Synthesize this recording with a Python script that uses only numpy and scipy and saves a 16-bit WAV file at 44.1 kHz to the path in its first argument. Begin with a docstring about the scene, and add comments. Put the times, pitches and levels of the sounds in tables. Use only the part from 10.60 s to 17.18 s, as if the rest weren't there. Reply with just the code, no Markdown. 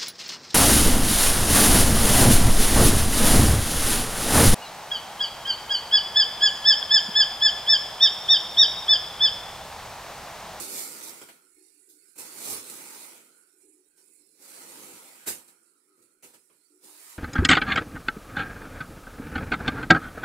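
"""A quiet room, where a slow ceiling fan pushes foil balloons round under the ceiling.
The foil scrapes and crinkles in thousands of tiny slips, and the gas-filled body drums under them.
Now and then a blade slaps a balloon. Behind that are the murmur of the fan motor, a soft squeak
and a faint hiss. It is all heard through two microphone ports, the right one brighter."""
import sys
import numpy as np
from scipy import signal
from scipy.fft import rfft, irfft, next_fast_len
from scipy.io import wavfile
from scipy.ndimage import uniform_filter1d

SR = 44100
rng = np.random.default_rng(int(sys.argv[2]) if len(sys.argv) > 2 else 0)


def wrap_up_sound(samples):
    """Save the sound to the file named by the first command line argument, as 16-bit audio."""
    columns = np.atleast_2d(samples).T
    # keep every value between -1 and 1, then stretch to whole-number steps
    tamed = np.clip(columns, -1, 1)
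    steps = np.round(tamed * 32767).astype(np.int16)
    wavfile.write(sys.argv[1], SR, steps)


N = 290178

# Notes at which the hollow motor housing rings: pitch_hz, width_hz, level_db
HOUSING_NOTES = [(302.4, 28, -5.5), (372, 56, -3.5), (416, 58, -11), (826, 32, -25)]
# The murmur swells, about as a blade comes round: start_s, level_db
MOTOR_SWELLS = [(0.8, -74), (0.965, -60.5), (1.276, -62), (2.93, -69.5), (3.03, -61), (3.11, -75),
                (3.378, -66), (3.59, -71.5), (3.76, -65), (5.11, -96), (5.27, -68), (5.53, -83),
                (5.92, -87), (6.1, -65), (6.24, -60.5)]
# A soft squeak in the lulls, perhaps the ribbon on the housing: time_s, level_db
SQUEAK_LEVELS = [(0.7, -64), (0.9, -74), (1.09, -100), (1.14, -87), (1.5, -75), (2.65, -71.5), (2.8, -69),
                 (3.0, -80.5), (3.13, -105), (3.378, -76), (3.68, -103), (4.9, -73), (5.17, -75.5),
                 (5.24, -86), (5.31, -73.5), (5.6, -79.5), (5.85, -87), (5.92, -85), (6.2, -80)]
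# Light rustle between contacts: time_s, level_db
RUSTLE_LEVELS = [(0.95, -73.5), (1.1, -70), (1.25, -71), (1.48, -69), (2.97, -74), (3.02, -72.5),
                 (3.2, -78), (3.35, -78.5), (3.39, -72.5), (3.74, -71.5), (5.05, -75.5), (5.15, -76.5),
                 (5.34, -78.5), (5.43, -75.5), (5.6, -80), (5.87, -74.5), (5.98, -75.5), (6.2, -76.5)]
# Four drags of foil along ceiling and blade, one list each: time_s, crinkle_db, skin_db, body_db
DRAGS = [
    [(0.0, -34.5, -44.5, -46.5), (0.07, -42, -50, -54.5), (0.134, -37, -47, -47.5), (0.19, -34, -46, -54),
     (0.32, -44, -52, -55.5), (0.42, -45, -51, -58), (0.495, -41.5, -51.5, -58), (0.52, -48, -53, -59),
     (0.6, -50.5, -54.5, -64), (0.76, -62, -67, -68), (0.95, -87, -85.5, -89)],
    [(1.55, -86, -92, -81), (1.62, -47, -55, -60), (1.74, -46.5, -53, -58.5), (1.864, -36, -45.5, -51.5),
     (1.934, -33.5, -43, -46), (2.034, -47, -54.5, -58.5), (2.12, -44.5, -51.5, -55.5),
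     (2.442, -47, -54.5, -62.5), (2.52, -51.5, -55.5, -60), (2.76, -71, -75, -74), (2.95, -100, -86, -87)],
    [(3.74, -78, -85, -76), (3.83, -53, -61, -68.5), (3.982, -48.5, -54, -62), (4.06, -48.5, -54, -57),
     (4.222, -49, -53, -54.5), (4.33, -50, -54, -55), (4.42, -51.5, -56.5, -63), (4.64, -56.5, -59, -69.5),
     (4.92, -74, -73, -76.5), (5.1, -96, -86.5, -79.5)],
    [(6.19, -79, -85, -88), (6.245, -53, -63, -59), (6.3, -53.5, -61.5, -86), (6.46, -51, -58.5, -75),
     (6.52, -50, -56.5, -80), (6.58, -52, -56.5, -61)],
]
# Blade slaps and bounces: start_s, crinkle_db, skin_db, body_db, fade_s, knock_boost_db
BLADE_SLAPS = [(0.4274, -44, -73.5, -59, 0.22, 8), (0.6153, -46, -42, -44, 0.08, 19.5),
               (0.688, -44.5, -42, -54, 0.067, 16), (1.288, -51, -90, -80, 0.25, 4),
               (1.48, -57, -69, -74, 0.053, 11), (1.5557, -47, -55, -54.5, 0.13, 6),
               (1.579, -33.5, -45.5, -49, 0.13, 8), (1.5948, -37, -43, -58, 0.056, 9),
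               (1.65, -49, -50, -68, 0.049, 7), (2.0997, -26.5, -57, -65, 0.031, 11.5),
               (3.0013, -69, -75, -78, 0.15, 12), (3.375, -61, -72.5, -95, 0.26, 21),
               (4.226, -54, -57, -67, 0.12, 24), (4.659, -40.5, -43, -47, 0.37, 2),
               (4.667, -21.5, -34.5, -40, 0.2, -1), (4.878, -51, -61.5, -67, 0.13, 13),
               (5.372, -72.5, -81, -69, 0.6, 12), (5.42, -61, -89, -83, 0.1, 10),
               (5.626, -46, -53, -56.5, 0.33, 12), (5.736, -53, -57.5, -59, 0.15, 7),
               (5.8977, -78, -68, -68, 0.24, 19)]

# Each tone says how strong a sound is from bass to treble: frequency_hz, relative_db
HISS_TONE = [(60, -22), (110, -24), (180, -41), (400, -33), (650, -43), (850, -38), (1000, -35),
             (1900, -14.5), (2400, -12.5), (3300, -30), (4190, -10.5), (4800, -16.5), (5560, -15),
             (6400, -24), (9000, -17.5), (13000, -21), (16000, -22.5)]  # faint rustling
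SHEEN_TONE = [(5500, -34.5), (7000, -6), (9200, -2.5), (11000, -4.5), (12500, -26), (16000, -28)]  # the finest slips
SNAP_TONE = [(5000, -30), (10000, -10), (13000, 0), (15000, -8), (18000, -40)]  # a crease snapping
CRINKLE_TONE = [(3410, -40), (5800, -7.5), (8750, -5), (12000, -7.5), (15600, -12.5), (22000, -120)]  # crinkling foil
SIZZLE_TONE = [(7060, -42.5), (12000, -0.5), (15100, 0), (16000, 2), (18000, -27)]  # its highest treble
RASP_TONE = [(1760, -34), (3000, -9), (3440, 5.5), (4260, 8.5), (4860, 4.5), (6000, 0), (7800, -43.5),
             (13200, -120)]  # its lower scrape
SKIN_TONE = [(320, -25.5), (550, -2.5), (800, -1), (882, 3), (1070, -1), (1280, 2), (1690, -2.5), (2370, 1),
             (2760, -3.5), (3300, -0.5), (4290, -65.5), (7260, -120)]  # the tight skin
BODY_TONE = [(71, -40), (120, -14), (172, -4.5), (210, -0.5), (254, 2.5), (388, 6), (456, -2), (507, 2.5),
             (750, -28.5), (980, -36.5), (1650, -120)]  # the gas-filled body
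PUSH_TONE = [(15, -82), (25, -30), (48, -29), (75, -1), (108, 2), (150, -11.5), (200, -18), (330, -120)]  # the air it pushes

# How alike the two sides are (1 is the same): frequency_hz, likeness
SIDE_LIKENESS = [(30, 0.49), (100, 0.82), (200, 0.88), (350, 0.89), (700, 0.32), (1400, 0.004),
                 (16000, 0.069)]
# How the microphone ports differ: frequency_hz, left_minus_right_db
PORT_BALANCE = [(2500, 0), (4500, -0.5), (8500, -7.5), (13000, -3.5)]

# In a drag, sizzle and rasp follow the crinkle, and push follows the body: base_db, slope
SIZZLE_RULE, RASP_RULE, PUSH_RULE = (-64, 0.88), (-59, 1), (-65.5, 2)
SLAP_SIZZLE_DB, SLAP_RASP_DB, SLAP_PUSH_DB = -59, -11, -19  # in a slap, added to the level they follow
SLAP_RISE_S, SLAP_RISE_RULE = 0.0064, (0, 0.35)  # rise of a -50 dB slap; harder ones take longer


def amp(db):
    """Turn decibels into a gain."""
    return 10 ** (np.asarray(db) / 20)


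def unit_level(x):
    """Scale a signal to an average power of 1."""
    return x / np.sqrt(np.mean(x ** 2) + 1e-20)


def over_time(rows):
    """Join timed rows with straight lines, one curve per level column."""
    times, *columns = np.transpose(rows)
    return [np.interp(np.arange(N) / SR, times, column) for column in columns]


def at_hz(rows, hz):
    """Read a table at the given frequencies."""
    table = np.array(rows)
    return np.interp(np.log(hz + 1), np.log(table[:, 0] + 1), table[:, 1])


def follow(leader_db, rule):
    """Give base_db when the leader is at -50 dB, and move by slope for each dB it moves."""
    base_db, slope = rule
    return base_db + slope * (leader_db + 50)


def rise_and_fade(rise_s, fade_s, t):
    """A quick rise, then a fall of 60 dB every fade_s."""
    return (1 - np.exp(-t / max(rise_s, 2e-4))) * amp(-60 * t / max(fade_s, .01))


def smooth(noise, hold):
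    """Smooth noise twice; the nearer hold is to 1, the slower it moves."""
    return signal.lfilter([1], [1, -2 * hold, hold * hold], noise)


def drift(rate_hz):
    """A slow random wobble, about 1 in size."""
    slow = smooth(rng.standard_normal(N // 40 + 2002), np.exp(-80 * np.pi * rate_hz / SR))[2000:]
    return np.interp(np.arange(N) / 40, np.arange(len(slow)), unit_level(slow))


def click(tone):
    """A click with the given tone and an energy of 1."""
    cepstrum = irfft(at_hz(tone, np.linspace(0, SR / 2, 4097)) * np.log(10) / 20)
    cepstrum[1:4096] *= 2  # these two lines pack the energy at the start
    cepstrum[4097:] = 0
    pulse = irfft(np.exp(rfft(cepstrum)))
    return pulse / np.sqrt(np.sum(pulse ** 2))


def with_tone(pair, tone):
    """Filter two signals to give them a tone."""
    return signal.fftconvolve(pair, click(tone)[None])[:, :N]


def flicker_bands(x, depth_db, hold, bands):
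    """Narrow frequency bands swell and fade at random, giving a streaky, watery shimmer."""
    cells = signal.stft(x, nperseg=512, noverlap=384)[2]  # side, frequency band, moment
    flicker = smooth(rng.standard_normal(cells.shape[1:]), hold)
    gain = amp(depth_db * unit_level(uniform_filter1d(flicker, size=bands, axis=0)))
    return signal.istft(cells * unit_level(gain), nperseg=512, noverlap=384)[1][:, :N]


def spread(pair):
    """Two unrelated signals become left and right, alike in the bass and unlike in the treble."""
    size = next_fast_len(N)
    alike = np.clip(at_hz(SIDE_LIKENESS, np.linspace(0, SR / 2, size // 2 + 1)), 0, 1)
    mid, side = rfft(pair, size) * np.sqrt([1 + alike, 1 - alike]) / np.sqrt(2)
    return irfft([mid + side, mid - side], size)[:, :N]


def shadow(x, pan_db):
    """Treble above about 3 kHz is shadowed on one side; a negative pan_db dulls the left."""
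    low = signal.sosfiltfilt(signal.butter(2, 3200, fs=SR, output="sos"), x)
    return low + (x - low) * amp([[pan_db / 2], [-pan_db / 2]])


def room_echo(x, fade_s, level_db):
    """Many reflections blur into a dull, fading tail of noise, one for each side."""
    t = np.arange(round(.6 * SR)) / SR
    tail = rng.standard_normal((2, len(t))) * amp(-60 * t / fade_s) * (t > .004)
    tail = signal.lfilter([1], [1, -.3], tail)
    tail /= np.sqrt(np.sum(tail ** 2, axis=1, keepdims=True))
    return amp(level_db) * signal.fftconvolve(x, tail, axes=1)[:, :N]


def motor(resting_db, low_hz, high_hz):
    """Rough magnetic forces ring the hollow housing, and each note wavers on its own."""
    walls = signal.butter(3, [low_hz, high_hz], "band", fs=SR, output="sos")
    murmur = 0
    for pitch_hz, width_hz, level_db in HOUSING_NOTES:
        hold = np.exp(-np.pi * width_hz / SR)
        ring = [1, 0, -1.016], [1, -2 * hold * np.cos(2 * np.pi * pitch_hz / SR), hold * hold]
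        forces = rng.standard_normal((2, N))
        note = signal.lfilter(*ring, signal.lfilter(*ring, forces))
        if pitch_hz < high_hz:  # the walls muffle all but the top note
            note = signal.sosfilt(walls, note)
        murmur = murmur + amp(level_db + 1.7 * drift(14)) * unit_level(note)
    loudness = np.full(N + SR, amp(resting_db))
    swell = rise_and_fade(rise_s=0.012, fade_s=0.7, t=np.arange(SR) / SR)
    for start_s, level_db in MOTOR_SWELLS:
        loudness[round(start_s * SR):][:SR] += amp(level_db) * swell
    return loudness[:N] * murmur


def squeak(pitch_hz, wander_hz, width_hz):
    """A narrow band of noise rides on a wandering pitch."""
    flutter = unit_level(smooth(rng.standard_normal((2, 2, N)), np.exp(-np.pi * width_hz / SR)))
    phase = 2 * np.pi * np.cumsum(pitch_hz + wander_hz * drift(1.5)) / SR
    return amp(over_time(SQUEAK_LEVELS)[0]) * (flutter[0] * np.cos(phase) + flutter[1] * np.sin(phase))


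def slips(per_s, uneven_db, clump_db):
    """Two streams of tiny foil slips, uneven in size, that swell and dip together."""
    sizes = amp(uneven_db * np.minimum(rng.exponential(1, N), 5))
    slipping = rng.random(N) < per_s / SR
    clumps = amp(clump_db * (drift(66) + 1.5 * drift(6.3)))
    return unit_level(rng.standard_normal((2, N)) * sizes * slipping * clumps)


def rustle(sheen_db):
    """A faint, flickering hiss; a bright sheen of the finest slips rises and falls with it."""
    hiss = with_tone(rng.standard_normal((2, N)), HISS_TONE)
    sheen = with_tone(slips(per_s=9000, uneven_db=-2.5, clump_db=1.2), SHEEN_TONE)
    level_db = over_time(RUSTLE_LEVELS)[0]
    hiss = flicker_bands(hiss, depth_db=6.0, hold=0.87, bands=2)
    return amp(level_db) * hiss + amp(sheen_db + level_db - level_db.mean()) * sheen


def crease_snap(start_s, level_db):
    """One crease in the foil snaps with a thin, high tick."""
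    snap, pulse = np.zeros(N + SR), click(SNAP_TONE)
    snap[round(start_s * SR):][:len(pulse)] = amp(level_db) * pulse
    return snap[:N] * [[1], [0]]  # spread() sends the first signal to both sides


def blade_slaps():
    """Each slap crushes the foil, quickly rising and then fading; the blade edge adds one knock."""
    crushes, knocks = np.zeros((2, 6, N + SR))  # one row for each of the six balloon sounds
    t = np.arange(SR // 2) / SR
    for start_s, crinkle_db, skin_db, body_db, fade_s, knock_boost_db in BLADE_SLAPS:
        start = round(start_s * SR)
        levels = amp([crinkle_db, crinkle_db + SLAP_SIZZLE_DB, crinkle_db + SLAP_RASP_DB,
                      skin_db, body_db, body_db + SLAP_PUSH_DB])
        rise_s = SLAP_RISE_S * amp(follow(crinkle_db, SLAP_RISE_RULE))
        crushes[:, start:start + len(t)] += np.outer(levels, rise_and_fade(rise_s, fade_s, t))
        knocks[:, start] += levels * amp(knock_boost_db)
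    return crushes[:, :N], knocks[:, :N]


def balloons():
    """The same slips shake the foil, the tight skin, the gas-filled body and the air around it."""
    crushes, knocks = blade_slaps()
    crinkle_db, skin_db, body_db = over_time(np.concatenate(DRAGS))
    drags = amp([crinkle_db, follow(crinkle_db, SIZZLE_RULE), follow(crinkle_db, RASP_RULE),
                 skin_db, body_db, follow(body_db, PUSH_RULE)])
    tones = CRINKLE_TONE, SIZZLE_TONE, RASP_TONE, SKIN_TONE, BODY_TONE, PUSH_TONE
    scrape = slips(per_s=14000, uneven_db=-0.5, clump_db=-0.12)
    *foil, body, push = [with_tone(scrape * force + knock * [[1], [0]], tone)
                         for force, knock, tone in zip(drags + crushes, knocks, tones)]
    return flicker_bands(sum(foil), depth_db=2.5, hold=0.879, bands=3) + body + push


def scene():
    """The balloons and their echo, over a quiet background whose treble leans to the right."""
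    foil = balloons() + crease_snap(start_s=6.5013, level_db=-26)
    background = motor(resting_db=-81, low_hz=229, high_hz=550)
    background += squeak(pitch_hz=1428, wander_hz=50.6, width_hz=195)
    background += rustle(sheen_db=-71.5)
    foil += room_echo(foil, fade_s=0.17, level_db=-12.5)
    return shadow(spread(foil), pan_db=-1) + shadow(spread(background), pan_db=-15)


def record(dry):
    """The right microphone port hears more treble; both lose everything above 16 kHz."""
    size = next_fast_len(N)
    tilt_db = at_hz(PORT_BALANCE, np.linspace(0, SR / 2, size // 2 + 1)) / 2
    ports = irfft(rfft(dry, size) * amp([tilt_db, -tilt_db]), size)[:, :N]
    return signal.sosfilt(signal.cheby2(20, 60, 16000, fs=SR, output="sos"), ports)


dry = scene()
out = record(dry)
wrap_up_sound(out)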